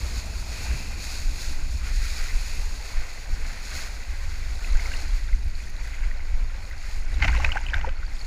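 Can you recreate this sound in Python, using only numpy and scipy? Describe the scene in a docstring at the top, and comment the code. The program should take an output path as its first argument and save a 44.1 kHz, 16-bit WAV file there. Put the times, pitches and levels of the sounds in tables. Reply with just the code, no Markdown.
"""A kiteboard planes over choppy shallow water, heard from a camera in a waterproof case on the rider.
From the start filtered noise rumbles as wind on the case, under a bubbling wash and hissing spray made of
random impacts that swell at each chop; for the first seconds close spray also excites a narrow case resonance.
Past the middle, decaying sine bubbles plop, two faint slaps land and thin noise ticks prick the wet case.
Near the end sheets of spray hit it: a patter of drops, hard slaps of ringing modes and wet plops."""
import sys
import numpy as np
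from scipy import signal
from scipy.fft import rfft, irfft, next_fast_len
from scipy.io import wavfile
from scipy.ndimage import uniform_filter1d

SR = 44100
rng = np.random.default_rng(int(sys.argv[2]) if len(sys.argv) > 2 else 0)


def bounce(signal):
    """Save signal as a 16-bit WAV file at the path given by the first command-line argument."""
    frames = np.transpose(np.atleast_2d(signal))
    limited = np.clip(frames, -1, 1)
    pcm = np.round(limited * 32767).astype(np.int16)
    wavfile.write(sys.argv[1], SR, pcm)


N = 364266
TIME = np.arange(N) / SR


# the board planing between chops, before trims: [t/s, wash level/dB, spray level/dB]
PLANING = [(0.0, -44.5, -42.5), (0.4, -50, -45), (1.7, -48.5, -46.5), (2.3, -48.5, -45.0),
           (3.2, -47.5, -49), (4.4, -45, -48.5), (5.1, -45, -47.5), (5.4, -52, -54.0), (6.0, -49.5, -55),
           (6.5, -48, -54.0), (7.4, -46.0, -51), (7.9, -49.5, -60), (8.26, -46.5, -50.5)]
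# chops that the board cuts through: [crest t/s, length/s, wash change/dB, spray change/dB]
CHOPS = [(.19,0.092,1.5,2.5), (.67,.33,8,4.5), (1.11,.31,5.5,6.5), (1.44,0.2,5.5,7.5), (1.87,0.1,9.5,2),
         (2.11,0.36,6.5,6.5), (2.3,0.22,5,1), (2.52,0.28,4,4.5), (2.99,0.53,4.5,1.5), (3.59,0.41,4,2),
         (3.79,.25,5.5,8.5), (4.66,0.081,1.5,2.5), (4.87,0.29,5.5,4.5), (5.61,.13,4.5,5), (5.91,0.28,7,5),
         (6.72,0.046,1,0), (6.9,0.12,3,6), (7.14,0.067,4.5,1.5)]
# low churning under the hull between chops: [t/s, level/dB]
HULL_CHURN = [(0, -49.5), (1.7, -54.5), (2.3, -55), (3.3, -51.5), (4.4, -53.5), (5.0, -49.5), (5.45, -60.5),
              (6.05, -54.5), (6.8, -54.5), (8.26, -54.5)]
# tone of the churning, the wash and the spray through the case: [f/Hz, relative level/dB]
CHURN_COLOUR = [(200, -9), (400, -4), (520, -2), (700, 0), (810, 1), (900, 0), (1020, -1), (1200, -1),
                (1400, -3.5), (2000, -10)]
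WASH_COLOUR = [(900, -26), (1300, -7), (1540, 0.5), (1720, -1), (2020, 2.5), (2400, -0.5), (2680, -5),
               (2950, -11.5), (3500, -12), (4500, -25)]
SPRAY_COLOUR = [(2000, -15.5), (2500, 1), (2900, -12.5), (3550, -7), (4350, 2), (5300, -3.5), (6000, -6),
                (6700, 1), (7600, -9), (8600, -13), (9800, -9), (11800, -17.5), (13600, -15.5),
                (15500, -20)]  # also colours the sprinkle
CHURN_FOLLOWS = 0.56  # dB of churning per dB that a chop adds to the wash
# mist level when the spray table and chops sum to the cruise level; dB of mist per dB of spray
MIST_DB, CRUISE_SPRAY_DB, MIST_FOLLOWS = -56, -45, 1.05


def board(wash_trim_db=-1.5, spray_trim_db=0.12, slosh_db=1.0, surge_db=0.24, shimmer_db=1.0,
          churn_bubbles_db=-13, wash_bubbles_db=-8, mist_above_hz=7800):
    """The hull churns water, bubbles burst in the wash and spray rains on the sea, all louder at each chop."""
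    wash_change, spray_change = swells(CHOPS)
    wash_db, spray_db = curves(PLANING)
    churn_db, = curves(HULL_CHURN)
    wash_db = wash_db + wash_change + slosh_db * walk(20)
    spray_db = spray_db + spray_change
    churn_db = churn_db + CHURN_FOLLOWS * wash_change + slosh_db * walk(12)
    mist_db = MIST_DB + MIST_FOLLOWS * (spray_db - CRUISE_SPRAY_DB)

    froth = bubbles(count=4000, low_hz=399.5, high_hz=2803, cycles=2.48, spread_db=0.5)
    churn_source = droplets(per_s=3000, spread_db=1.0) + undb(churn_bubbles_db) * froth
    churn = colour(churn_source, CHURN_COLOUR) * undb(churn_db)
    wash_source = droplets(per_s=4000, spread_db=2.5) + undb(wash_bubbles_db) * froth
    wash = colour(wash_source, WASH_COLOUR) * undb(wash_db + wash_trim_db)

    shimmering_drops = droplets(per_s=16000, spread_db=3.0) * undb(shimmer_db * walk(35))
    hiss = colour(shimmering_drops, SPRAY_COLOUR)
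    # hard carving tears the spray into a finer mist: the top band grows slightly faster
    high_pass = signal.butter(4, mist_above_hz, "high", fs=SR, output="sos")
    mist = signal.sosfiltfilt(high_pass, hiss)
    coarse_spray = unit(hiss - mist) * undb(spray_db + spray_trim_db)
    spray = coarse_spray + unit(mist) * undb(mist_db)
    return (churn + wash + spray) * undb(surge_db * walk(25))


# sheets of spray that land on the case: [t/s at full level, level/dB, length at full level/s]
SHEETS = [(7.226, -28.5, 0.063), (7.333, -33.5, 0.15), (7.547, -35, 0.033), (7.643, -41, 0.06),
          (7.73, -36.5, 0.066), (7.843, -41.5, 0.033)]
# tone of the drumming on the case: [f/Hz, relative level/dB]
PATTER_COLOUR = [(70, -6), (110, 12), (170, -12), (300, -4), (410, -13), (520, -11), (880, -6),
                 (1270, -8.5), (1500, 0), (1780, -0.5), (2100, 0), (2650, -4), (3300, -17), (6700, -16),
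                 (8500, -31), (14000, -40)]
SHEET_ATTACK_S, SHEET_RELEASE_S = 0.02, 0.039  # e-folding times before and after full level
DRIZZLE_DB = -52.5  # the light patter that never stops


def patter(clump_db=2.5, gurgle_db=-6.0):
    """Sheets of spray drum on the case in clumps and gurgle as they run off, over a light, steady drizzle."""
    power = undb(DRIZZLE_DB) ** 2
    for s, db, length in SHEETS:
        before = np.maximum(s - TIME, 0) / SHEET_ATTACK_S
        after = np.maximum(TIME - s - length, 0) / SHEET_RELEASE_S
        envelope = np.exp(-np.minimum(before + after, 20))
        power = power + (undb(db) * envelope) ** 2
    drops = droplets(per_s=1800, spread_db=3.0) * undb(clump_db * walk(140))
    gurgle = bubbles(count=2600, low_hz=507, high_hz=3270, cycles=1.67, spread_db=2.5)
    return colour(drops + undb(gurgle_db) * gurgle, PATTER_COLOUR) * np.sqrt(power)


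# big drops slapping the case: [t/s, push level at the crest/dB, time to flatten/s (crest at half of it)]
SLAPS = [(4.915, -36, .003), (4.936, -38, .002), (7.201, -31, 0.0024), (7.223, -17, 0.0039),
         (7.231, -28, 0.0039), (7.242, -21, 0.0067), (7.28, -20, 0.0038), (7.365, -31, 0.0042),
         (7.387, -36, 0.0033), (7.445, -15, 0.003), (7.522, -27.5, 0.004), (7.684, -34, 0.002),
         (7.741, -20, 0.0019), (7.811, -32, 0.0033), (7.891, -31, 0.0023)]
# ringing modes of the case: [f/Hz, relative level/dB, time to fall 60 dB/s]
CASE_MODES = [(900, -31, 0.037), (1590, 6.5, 0.03), (2140, 9, 0.015), (2750, -14, 0.0075),
              (3520, -10, 0.023), (4270, -16, 0.013)]
# tone of the wet splat: [f/Hz, relative level/dB]
SPLAT_COLOUR = [(400, -15), (900, -8), (1600, 3.5), (2300, 4.5), (2950, -1), (3500, -12), (4300, -11),
                (6500, -23), (8500, -50), (15000, -29)]


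def slaps(splat_db=1):
    """Each big drop pushes on the case in a ragged burst: a wet splat, and the modes of the case ring."""
    t = TIME[:SR // 20]
    ringing = np.zeros(len(t))
    for hz, db, t60 in CASE_MODES:
        ringing += undb(db - 60 * t / t60) * np.sin(2 * np.pi * hz * t)
    push = np.zeros(N)
    for s, db, flatten in SLAPS:
        swell = 2 * t / flatten * np.exp(1 - 2 * t / flatten)
        add(push, s, undb(db) * swell * rng.choice([-1, 1], len(t)))
    ring = unit(signal.fftconvolve(push, ringing)[:N])
    splat = undb(splat_db) * colour(push, SPLAT_COLOUR)
    return unit(ring + splat) * push.std()  # as strong overall as the push


# drops that trap a pocket of air:
# [t/s, level/dB at the peak before ragging, f/Hz at the loudness peak, midway through the glide]
PLOPS = [(4.645, -31, 2460), (4.795, -26, 2040), (4.857, -31, 2080), (4.916, -29.5, 1570),
         (4.937, -28.5, 2670), (5.027, -44, 290), (5.287, -38, 1530), (5.329, -33.5, 2040),
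         (5.602, -36, 2330), (5.672, -35, 1780), (5.810, -35, 2200), (5.943, -36, 2060),
         (6.038, -34.5, 2100), (6.113, -33.5, 1880), (6.203, -37, 2040), (6.711, -32, 1910),
         (7.366, -23.5, 2040), (7.447, -11, 2440), (7.489, -31, 1250), (7.502, -30, 2120),
         (7.519, -22, 2830), (7.557, -23.5, 776), (7.57, -18.5, 1516), (7.665, -30, 2830),
         (7.686, -28.5, 2420), (7.699, -30, 3000), (7.734, -19.5, 1620), (7.742, -26.5, 3500),
         (7.768, -26, 1500), (7.844, -24.5, 895), (7.871, -30.5, 510), (8.03, -34, 1450),
         (8.118, -36, 2010)]


def plops(cycles=2.76, ragged_db=-9):
    """The loudest bubbles, right at the case; the breaking water makes each ring a little ragged."""
    out = np.zeros(N)
    for s, db, hz in PLOPS:
        add(out, s, undb(db) * bubble(hz, cycles))
    return out * (1 + undb(ragged_db) * walk(1200))


# spray thrown up close to the case while the board edges hard: [t/s, level/dB]
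CLOSE_SPRAY = [(0, -66), (.45, -54), (.68, -45), (.97, -51.5), (1.46, -55), (2.1, -65), (2.55, -48),
               (2.7, -73)]


def close_spray(ring_hz=2530, width_hz=330):
    """Fine spray close by keeps one resonance of the case sounding."""
    close_db, = curves(CLOSE_SPRAY)
    edges_hz = [ring_hz - width_hz / 2, ring_hz + width_hz / 2]
    mode = signal.butter(2, edges_hz, "band", fs=SR, output="sos")
    ringing = signal.sosfilt(mode, droplets(per_s=6000, spread_db=3.5))
    return unit(ringing) * undb(close_db)


# scattered drops that fall close to the case: [t/s, level/dB]
SPRINKLE = [(0, -68), (4.4, -60), (4.8, -49), (5.3, -59), (5.8, -55), (6.4, -63.5), (7.3, -50),
            (7.95, -60.5), (8.26, -50.5)]


def sprinkle():
    """Single small drops tick close by, each a short high bubble."""
    sprinkle_db, = curves(SPRINKLE)
    ticks = bubbles(count=2200, low_hz=3220, high_hz=11500, cycles=3.5, spread_db=4.0)
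    return colour(ticks, SPRAY_COLOUR) * undb(sprinkle_db)


# the tiniest drops, once the case is wet: start, level before the high-pass, e-folding decay
PINPRICKS_FROM_S, PINPRICK_DB, PINPRICK_DECAY_S = 4.5, -40, 0.00054


def pinpricks(count=9, above_hz=8500):
    """Now and then a tiny drop hits the case with a thin, sharp tick of decaying noise."""
    out = np.zeros(N)
    t = TIME[:SR // 200]
    decay = undb(PINPRICK_DB) * np.exp(-t / PINPRICK_DECAY_S)
    for s in rng.uniform(PINPRICKS_FROM_S, TIME[-1], count):
        add(out, s, decay * rng.standard_normal(len(t)))
    return signal.sosfilt(signal.butter(2, above_hz, "high", fs=SR, output="sos"), out)


# the air stream on the case between gusts, before trims: [t/s, slow sway level/dB, buffeting level/dB]
WIND = [(0.0, -30.5, -28), (0.6, -31, -31), (0.85, -29, -34.5), (1.6, -29, -33), (2.3, -30, -36.5),
        (2.85, -34, -40.5), (3.6, -30, -43), (4.3, -27, -35), (5.1, -23, -32), (5.8, -25, -39),
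        (6.6, -33.5, -36), (7.0, -21, -37.5), (7.6, -22.5, -33), (8.26, -25, -39)]
# gusts that strike the case: [peak t/s, length/s, sway change/dB, buffeting change/dB]
GUSTS = [(0.71,0.06,-1,13), (1.28,0.095,11.5,1), (1.58,0.26,8.5,-2), (1.75,.04,-5,10.5), (1.99,0.3,12,1.5),
         (2.23,0.088,10,-1), (2.37,0.087,14,5), (2.64,0.34,10.5,4), (2.99,0.096,17.5,0),
         (3.32,0.073,13.5,17), (3.44,0.097,13.5,5), (3.74,0.065,-3,15.5), (4.12,.05,7,4),
         (4.25,0.083,5,6.5), (4.75,0.1,14,2), (5.13,0.085,8.5,2), (5.34,0.044,11,3), (5.47,.07,1,12),
         (6.06,.12,11,3), (6.39,0.36,14.5,3.5), (6.76,0.071,-2,6.5), (7.27,0.29,0.5,16), (7.47,0.086,3,8),
         (7.81,0.21,3,7)]
# fine flutter between gusts, before its trim: [t/s, level/dB]
EDDIES = [(0, -47), (.4, -45.5), (1.2, -46.5), (2.2, -50.5), (3.1, -55.5), (3.6, -51), (4.1, -55),
          (4.95, -51), (5.7, -52.5), (7.0, -53.5), (7.25, -46.5), (7.7, -54), (8.26, -51)]
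# tone of the sway, the buffeting and the flutter through the case: [f/Hz, relative level/dB]
SWAY_COLOUR = [(10, -10.5), (16, 1.5), (27, -2.5), (40, -11.5), (52, -14.5), (80, -38)]
WIND_COLOUR = [(32, -17.5), (45, -2), (60, -0.5), (74, -6.5), (90, -14.5), (110, -26.5), (160, -43)]
EDDY_COLOUR = [(80, -15), (115, 2.5), (160, -4), (220, -5.5), (300, -9), (400, -14), (800, -38)]
FLUTTER_FOLLOWS = 0.35  # dB of flutter per dB that gusts and lulls change the buffeting


def wind(flutter_db=2.0, sway_trim_db=-2.0, buffet_trim_db=-1.0, eddies_trim_db=0.13, lull_db=1.4):
    """Large eddies rock the case, middling ones buffet it, small ones flutter on top; gusts move all three."""
    large_db, wind_db = curves(WIND)
    eddy_db, = curves(EDDIES)
    large_change, wind_change = swells(GUSTS)
    wind_change = wind_change + lull_db * walk(14)
    sway = gusts(SWAY_COLOUR, evenness=0.66) * undb(large_db + large_change + sway_trim_db)
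    buffet = gusts(WIND_COLOUR, evenness=0.55) * undb(wind_db + wind_change + buffet_trim_db)
    flutter = colour(rng.standard_normal(N) * undb(flutter_db * walk(40)), EDDY_COLOUR)
    flutter_level_db = eddy_db + eddies_trim_db + FLUTTER_FOLLOWS * wind_change
    return sway + buffet + flutter * undb(flutter_level_db)


def gusts(points, evenness):
    """Turbulent pressure as coloured noise; eddies shed in turn are evened out in strength (1 = fully)."""
    pressure = colour(rng.standard_normal(N), points)
    strength = np.sqrt(uniform_filter1d(pressure ** 2, size=3300))  # about 75 ms
    return unit(pressure / strength ** evenness)


def bubble(hz, cycles, glide=0.055):
    """A trapped air pocket swells, rings for a few cycles and rises a little in pitch."""
    age = np.arange(int(8 * cycles * SR / hz)) * hz / (cycles * SR)  # 1 at the peak
    gliding_hz = hz * (1 + glide * np.tanh(age - 1))
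    phase = 2 * np.pi * np.cumsum(gliding_hz) / SR
    return age * np.exp(1 - age) * np.sin(phase)


def bubbles(count, low_hz, high_hz, cycles, spread_db):
    """A swarm of bubbles of all sizes at random moments; rms 1."""
    out = np.zeros(N)
    for when, pitch, loudness, length in rng.random((count, 4)):
        size = undb(spread_db * min(-np.log(1 - loudness), 3.5))  # many small, few large
        hz = low_hz * (high_hz / low_hz) ** pitch
        add(out, when * TIME[-1], size * bubble(hz, cycles * (.5 + length)))
    return unit(out)


def droplets(per_s, spread_db):
    """Tiny impacts at random moments, many small and a few large; rms 1."""
    lands = rng.random(N) < per_s / SR
    size = undb(spread_db * np.minimum(rng.exponential(size=N), 5))
    return unit(lands * size * rng.choice([-1, 1], N))


def swells(table):
    """Each event shifts two levels in a smooth bell, each by its own change in dB."""
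    out = np.zeros((2, N))
    for s, length, *changes_db in table:
        near = np.abs(TIME - s) < 2 * length
        bell = np.exp(-(2 * (TIME[near] - s) / length) ** 2)
        out[:, near] += np.outer(changes_db, bell)
    return out


def walk(rate):
    """Random levels held 1 / rate s and slewed twice; rms 1."""
    k = int(SR / rate)
    held = np.repeat(rng.standard_normal(N // k + 1), k)
    slewed = uniform_filter1d(uniform_filter1d(held, k), k)
    return unit(slewed[:N])


def colour(x, points):
    """Causal minimum-phase filter with the given (Hz, dB) response; the result has rms 1."""
    size = next_fast_len(N + SR // 2, True) // 2 * 2
    hz, db = np.transpose(points)
    log_hz = np.log(np.maximum(np.arange(size // 2 + 1) * SR / size, 1))
    # past either end the response falls 40 dB per factor e in frequency
    beyond = np.abs(log_hz - np.clip(log_hz, np.log(hz[0]), np.log(hz[-1])))
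    gain_db = np.maximum(np.interp(log_hz, np.log(hz), db) - 40 * beyond, -100)
    # folding the cepstrum onto positive time makes the filter causal
    cepstrum = irfft(np.log(undb(gain_db)))
    cepstrum[1:size // 2] *= 2
    cepstrum[size // 2 + 1:] = 0
    response = np.exp(rfft(cepstrum))
    return unit(irfft(rfft(x, size) * response)[:N])


def curves(table):
    """The columns of a timed table, one value a sample."""
    s, *columns = np.transpose(table)
    return [np.interp(TIME, s, c) for c in columns]


def add(out, s, sound):
    """Mix a short sound in at time s."""
    i = int(s * SR)
    out[i:i + len(sound)] += sound[:N - i]


def undb(db):
    """Decibels to gain."""
    return 10 ** (np.asarray(db) / 20)


def unit(x):
    """Scale to rms 1."""
    return x / np.sqrt(np.mean(x ** 2))


def scene():
    """Board, the water that hits the case, and wind, in open air."""
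    on_case = patter() + slaps() + plops() + pinpricks()
    near_case = close_spray() + sprinkle()
    return (board() + on_case + near_case + wind())[None]


# narrow bands that the wall of the case cuts or lifts: [f/Hz, width/Hz, level change/dB]
CASE_BANDS = [(1180, 190, -1.5), (1706, 115, -4), (2980, 200, 1), (6230, 210, -2.5), (9270, 440, -2)]
TOP_HZ = 15300


def record(dry):
    """The case reshapes a few narrow bands and the camera cuts the top."""
    for hz, width, db in CASE_BANDS:
        b, a = signal.iirpeak(hz, hz / width, fs=SR)
        dry = dry + (undb(db) - 1) * signal.lfilter(b, a, dry)
    return signal.sosfilt(signal.ellip(10, .2, 80, TOP_HZ, fs=SR, output="sos"), dry)


dry = scene()
out = record(dry)
bounce(out)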